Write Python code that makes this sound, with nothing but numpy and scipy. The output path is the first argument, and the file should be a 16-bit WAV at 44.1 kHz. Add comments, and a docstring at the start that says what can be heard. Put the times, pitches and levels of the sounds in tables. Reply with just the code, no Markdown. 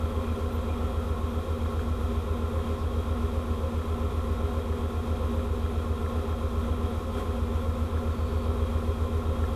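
"""A low drone throbs seven or eight times a second: a ship's diesel at about 900 rpm, heard from an
open steel deck in port. Exhaust and casing repeat a cycle built from sine waves; once, their sound
cross-fades and the throb then comes a third of a cycle later.
Other machines hum as steady tones; ventilation roars as shaped noise with a faint whine in it.
A loose fitting rattles in time with the engine as short rings; narrow noise swells a few times,
and one thin, high squeak is heard."""
import sys
import numpy as np
from scipy import signal
from scipy.fft import rfft, irfft, next_fast_len
from scipy.io import wavfile

SR = 44100
rng = np.random.default_rng(int(sys.argv[2]) if len(sys.argv) > 2 else 0)


def digitize_waveform(pressure):
    """Quantize a signal to 16-bit integers and store it at the path in sys.argv[1].

    Rows of a 2-D input are taken as channels; values are limited to [-1, 1].
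    """
    field = np.atleast_2d(pressure).T
    bounded = np.clip(field, -1, 1)
    quanta = np.round(bounded * 32767).astype(np.int16)
    wavfile.write(sys.argv[1], SR, quanta)


N = 421155

CYCLE_HZ = 7.4968  # engine cycles per second; the shaft turns twice in each
FIRST_THROB_S = 0.040
EDGE_HZ = 15400  # upper edge of the sound

# Ventilation roar and hiss. Each row: frequency in Hz, level in dB per Hz.
ROAR = [(18.0, -72), (50.0, -69.5), (110.0, -71), (300.0, -73.5), (600.0, -78), (900.0, -79.5),
        (1350.0, -81.5), (1500.0, -85.5), (2200.0, -88.5), (3000.0, -93.5), (3800.0, -91.5), (4600.0, -96),
        (9000.0, -99.3), (12500.0, -99.1), (14000.0, -105.7), (15200.0, -115.0)]
# Resonances of ducts and plates that the roar excites.
# Each row: centre in Hz, width in Hz, level in dB per Hz.
DUCTS = [(55, 3.7, -60), (83, 15, -62.5), (234.6, 13.6, -61), (335, 14, -71), (414, 26, -64.5),
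         (409, 23, -61), (472, 14.4, -62.5), (501.6, 13, -62.5), (534.2, 10.5, -60), (727.7, 19, -67.5),
         (997, 27, -73), (1037.7, 14.4, -64), (1089.3, 12.5, -63), (1146, 37, -75), (1270, 58, -74),
         (1341, 6.7, -67), (1380, 5.8, -69), (1423, 32, -76.5), (2430, 38, -86), (2550, 100, -87.5),
         (3240, 96, -86.5), (3750, 140, -91.5)]
# Thin whine of turning machinery. Each row: centre in Hz, width in Hz, level in dB per Hz.
WHINE = [(2397, 12, -80), (3197, 12, -80), (3250, 14, -81), (3274, 18, -78.5), (3460, 14, -81),
         (3580, 14, -85), (3770, 15, -84), (3940, 14, -85.5)]
# The roar surges once: peak time in seconds, rise in seconds, fall in seconds, extra level in dB.
SURGE = (7.198, .09, .09, 4.0)
# Steady hum of other machines. Each row: frequency in Hz, rms level in dB.
HUM = [(19.35, -55), (56.52, -53), (59.1, -39.5), (229.38, -55), (236.19, -52), (266.47, -73),
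       (363.79, -62.5), (427.3, -57.5), (525.88, -50.5), (657.44, -61), (1799, -73)]
# Short swells of narrow noise: two in the whine near 2.4 kHz, then higher swishes, perhaps of a
# fishing line. Each row: middle in seconds, length in seconds, centre in Hz, width in Hz,
# rms level in dB at the height of the swell.
SWELLS = [(0.283, .14, 2440, 110, -57), (0.70, .16, 2420, 110, -57), (2.81, .09, 4900, 900, -60),
          (8.29, 0.55, 4450, 200, -63)]
# One thin, high squeak: start in seconds, length in seconds, frequency in Hz, rms level in dB.
SQUEAK = (0.522, .052, 12123, -60)
# Hardest knocks of the loose fitting. Each row: start in seconds, strength in dB
# (before the overall level of the fitting).
HARD_KNOCKS = [(1.6593, -36.5), (1.7933, -32.5), (3.8187, -37), (5.6622, -35.5), (6.0615, -35.5),
               (9.44, -34)]
# What the fitting rings with. Each row: frequency in Hz, relative level in dB,
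# time to fade by 60 dB in seconds.
FITTING_MODES = [(1290, 0, 0.014), (1390, -0.5, 0.014), (1700, -3, .015), (2050, -14, 0.014)]
# The engine's sound cross-fades once, and the throb then comes later:
# start in seconds, end in seconds, delay in cycles.
CROSSFADE = (6.85, 7.35, 0.335)
# Even orders (multiples of the cycle rate) of the engine casing, before the clatter joins them.
# Each row: frequency in Hz, rms level in dB.
BLOCK = [(165, -74), (195, -72), (220, -52), (260, -59), (350, -65), (500, -62.5), (600, -73), (1100, -67),
         (1340, -67), (1500, -83)]
# Orders that hit a resonance of the deck plates and sing out, before the clatter joins them.
# Each row: multiple of the cycle rate, rms level in dB.
SINGING = [(27, -50), (31, -43.5), (32, -45), (33, -49), (38, -52.5), (44, -57.5), (48, -56), (52, -52.5),
           (54, -48), (64, -51), (67, -54), (70, -52.5), (82, -58), (114, -58), (144, -65), (178, -57.5)]
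# Even orders of the exhaust drone, before its level changes.
# Each row: frequency in Hz, rms level in dB.
DRONE = [(15, -59), (30, -48.7), (45, -43.5), (60, -41.8), (90, -51), (105, -47.5), (120, -51.5),
         (140, -60), (155, -53)]
# The two strongest orders of the drone, whose beat is the throb, before its level changes.
# Each row: multiple of the cycle rate, rms level in dB.
THROB = [(10, -34.3), (11, -32)]
# Main resonance of the exhaust pipe: centre in Hz, width in Hz.
PIPE = (72, 90)
# The drone is about 1 dB louder after the cross-fade: start in seconds, end in seconds,
# level change in dB before, level change in dB after.
DRONE_RISE = (7.3, 8.2, -0.2, 1.1)


def gain_of(db):
    """Turns decibels into amplitude."""
    return 10 ** (np.asarray(db) / 20)


def evened(x):
    """Scales a sound to an rms (average strength) of one."""
    return x / np.sqrt(np.mean(x ** 2) + 1e-20)


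def add(mix, s, sound):
    """Mixes a sound in, starting at s seconds."""
    part = mix[max(round(s * SR), 0):][:len(sound)]
    part += sound[:len(part)]


def noise(density):
    """Makes noise whose power per Hz follows the function density(hz)."""
    size = next_fast_len(N)
    hz = np.fft.rfftfreq(size, 1 / SR)
    spectrum = rfft(rng.standard_normal(size))
    return irfft(spectrum * np.sqrt(density(hz) * SR / 2), size)[:N]


def drift(rate_hz):
    """Wanders by chance, mostly slower than rate_hz, with an rms of one."""
    return evened(noise(lambda hz: np.exp(-(hz / rate_hz) ** 2)))


def read(points, hz):
    """Reads a level in dB from points joined by straight lines over the log of frequency."""
    f, db = np.transpose(points)
    return np.interp(np.log(hz + 1), np.log(f + 1), db)


def resonance(hz, centre, width):
    """Power of a steep resonance, halved at the edges of its width."""
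    return 1 / (1 + (np.sqrt(2) - 1) * (2 * (hz - centre) / width) ** 2) ** 2


def deck_power(hz):
    """Power per Hz on deck: a broad slope with ducts, plates and whine standing out of it."""
    power = gain_of(read(ROAR, hz)) ** 2
    for centre, width, db in DUCTS + WHINE:
        power = power + gain_of(db) ** 2 * resonance(hz, centre, width)
    return power


def order_levels(orders, slope, odd_db, resonant):
    """The shaft turns twice a cycle, so odd orders are weaker; listed ones have their own level."""
    db = read(slope, orders * CYCLE_HZ) + odd_db * (orders % 2)
    own = {round(order): level for order, level in resonant}
    return np.array([own.get(order, level) for order, level in zip(orders, db)])


def one_cycle(orders, db, lag, size=16384):
    """Adds up one engine cycle from its orders, each delayed by lag in turns of its own wave."""
    lines = np.zeros(size // 2 + 1, complex)
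    lines[np.round(orders).astype(int)] = gain_of(db) * np.exp(-2j * np.pi * lag)
    return irfft(lines) * size / np.sqrt(2)


def repeat(cycle, turns):
    """Plays a cycle over and over; once, the beat cross-fades into a later one."""
    start, end, delay = CROSSFADE
    fade = np.pi / 2 * np.clip((np.arange(N) / SR - start) / (end - start), 0, 1)
    place = np.linspace(0, 1, len(cycle), endpoint=False)
    before = np.interp(turns % 1, place, cycle)
    after = np.interp((turns - delay) % 1, place, cycle)
    return np.cos(fade) * before + np.sin(fade) * after


def ventilation(t, flutter_db=0.43):
    """Air rushes through the resonances of the ship, with one brief surge."""
    s, rise, fall, db = SURGE
    surge_db = np.interp(t, [s - rise, s, s + fall], [0, db, 0])
    return noise(deck_power) * gain_of(surge_db + flutter_db * drift(10.0))


def hum(t, waver_rad=0.2):
    """Pumps and fans at their own speeds beat slowly against the engine."""
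    out = np.zeros(N)
    for hz, db in HUM:
        phase = 2 * np.pi * (hz * t + rng.random()) + waver_rad * drift(0.53)
        out += np.sqrt(2) * gain_of(db) * np.cos(phase)
    return out


def noise_swells(t):
    """Narrow bands of noise swell and fade: two in the whine, then higher swishes."""
    out = np.zeros(N)
    for s, length, centre, width, db in SWELLS:
        swell = np.cos(np.pi * np.clip((t - s) / length, -.5, .5))
        hiss = evened(noise(lambda hz: resonance(hz, centre, width)))
        out += gain_of(db) * swell * hiss
    return out


def squeak(t, edge_s=.005):
    """A faint, pure tone starts and stops quickly."""
    s, length, hz, db = SQUEAK
    gate = np.clip(np.minimum(t - s, s + length - t) / edge_s, 0, 1)
    return np.sqrt(2) * gain_of(db) * gate * np.sin(2 * np.pi * hz * t)


def rattle(delay_s=0.0175, typical_db=-44, spread_db=3):
    """The engine shakes the fitting just after each throb, with chance strength in dB."""
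    start, end, delay = CROSSFADE
    times = np.arange(FIRST_THROB_S + delay_s, N / SR, 1 / CYCLE_HZ)
    # from the middle of the cross-fade the knocks come later, like the throb
    times = times + (times > (start + end) / 2) * delay / CYCLE_HZ
    return list(zip(times, typical_db + spread_db * rng.standard_normal(len(times))))


def fitting(level_db=-1.5, rise_s=0.0009):
    """Each knock briefly rings the modes of a small, damped piece of metal."""
    out, t = np.zeros(N), np.arange(SR // 10) / SR
    for s, knock_db in rattle() + HARD_KNOCKS:
        ring = np.zeros(len(t))
        for hz, db, t60 in FITTING_MODES:
            ring += gain_of(db - 60 * t / t60) * np.sin(2 * np.pi * (hz * t + rng.random()))
        ring *= 1 - np.exp(-t / rise_s)  # soft start
        add(out, s, gain_of(knock_db + level_db) * np.sqrt(2) * ring / abs(ring).max())
    return out


def casing(turns, unsteady_db=0.8, clatter_db=-2.0, odd_db=-2.0, uneven_db=1.5):
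    """Strong block orders join uneven valve-gear ones; many paths through the ship unalign them."""
    orders = np.arange(22, 520)
    block = gain_of(order_levels(orders, BLOCK, odd_db, SINGING))
    chance_db = uneven_db * rng.standard_normal(len(orders))
    clatter = np.sqrt(deck_power(orders * CYCLE_HZ)) * gain_of(clatter_db + chance_db)
    both_db = 20 * np.log10(np.hypot(block, clatter))
    cycle = one_cycle(orders, both_db, rng.random(len(orders)))
    return repeat(cycle, turns) * gain_of(unsteady_db * drift(3.8))


def exhaust(t, turns, unsteady_db=0.36, odd_db=-10, scatter_per_octave=0.22):
    """Orders near the pipe's resonance align once a cycle and throb; those further off scatter."""
    orders = np.arange(2, 22)
    centre, width = PIPE
    hz = orders * CYCLE_HZ
    lag = np.arctan(2 * (hz - centre) / width) / np.pi  # the pipe rings on a little after each throb
    # scatter in turns, growing with distance from the resonance
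    lag += scatter_per_octave * np.log2(hz / centre) * rng.standard_normal(len(orders))
    cycle = one_cycle(orders, order_levels(orders, DRONE, odd_db, THROB), lag)
    rise_db = np.interp(t, DRONE_RISE[:2], DRONE_RISE[2:])
    return repeat(cycle, turns) * gain_of(rise_db + unsteady_db * drift(0.75))


def scene(hunting_s=.00005):
    """The governor holds the speed almost exactly; all sounds add up at one listening point."""
    t = np.arange(N) / SR
    turns = CYCLE_HZ * (t - FIRST_THROB_S + hunting_s * drift(0.8))
    background = ventilation(t) + hum(t) + noise_swells(t) + squeak(t)
    engine = fitting() + casing(turns) + exhaust(t, turns)
    return (background + engine)[None]


def record(dry):
    """A steep low-pass filter takes away the highest treble."""
    low_pass = signal.firwin(511, EDGE_HZ, window=("kaiser", 9), fs=SR)
    return signal.oaconvolve(dry, low_pass[None], "same")


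dry = scene()
out = record(dry)
digitize_waveform(out)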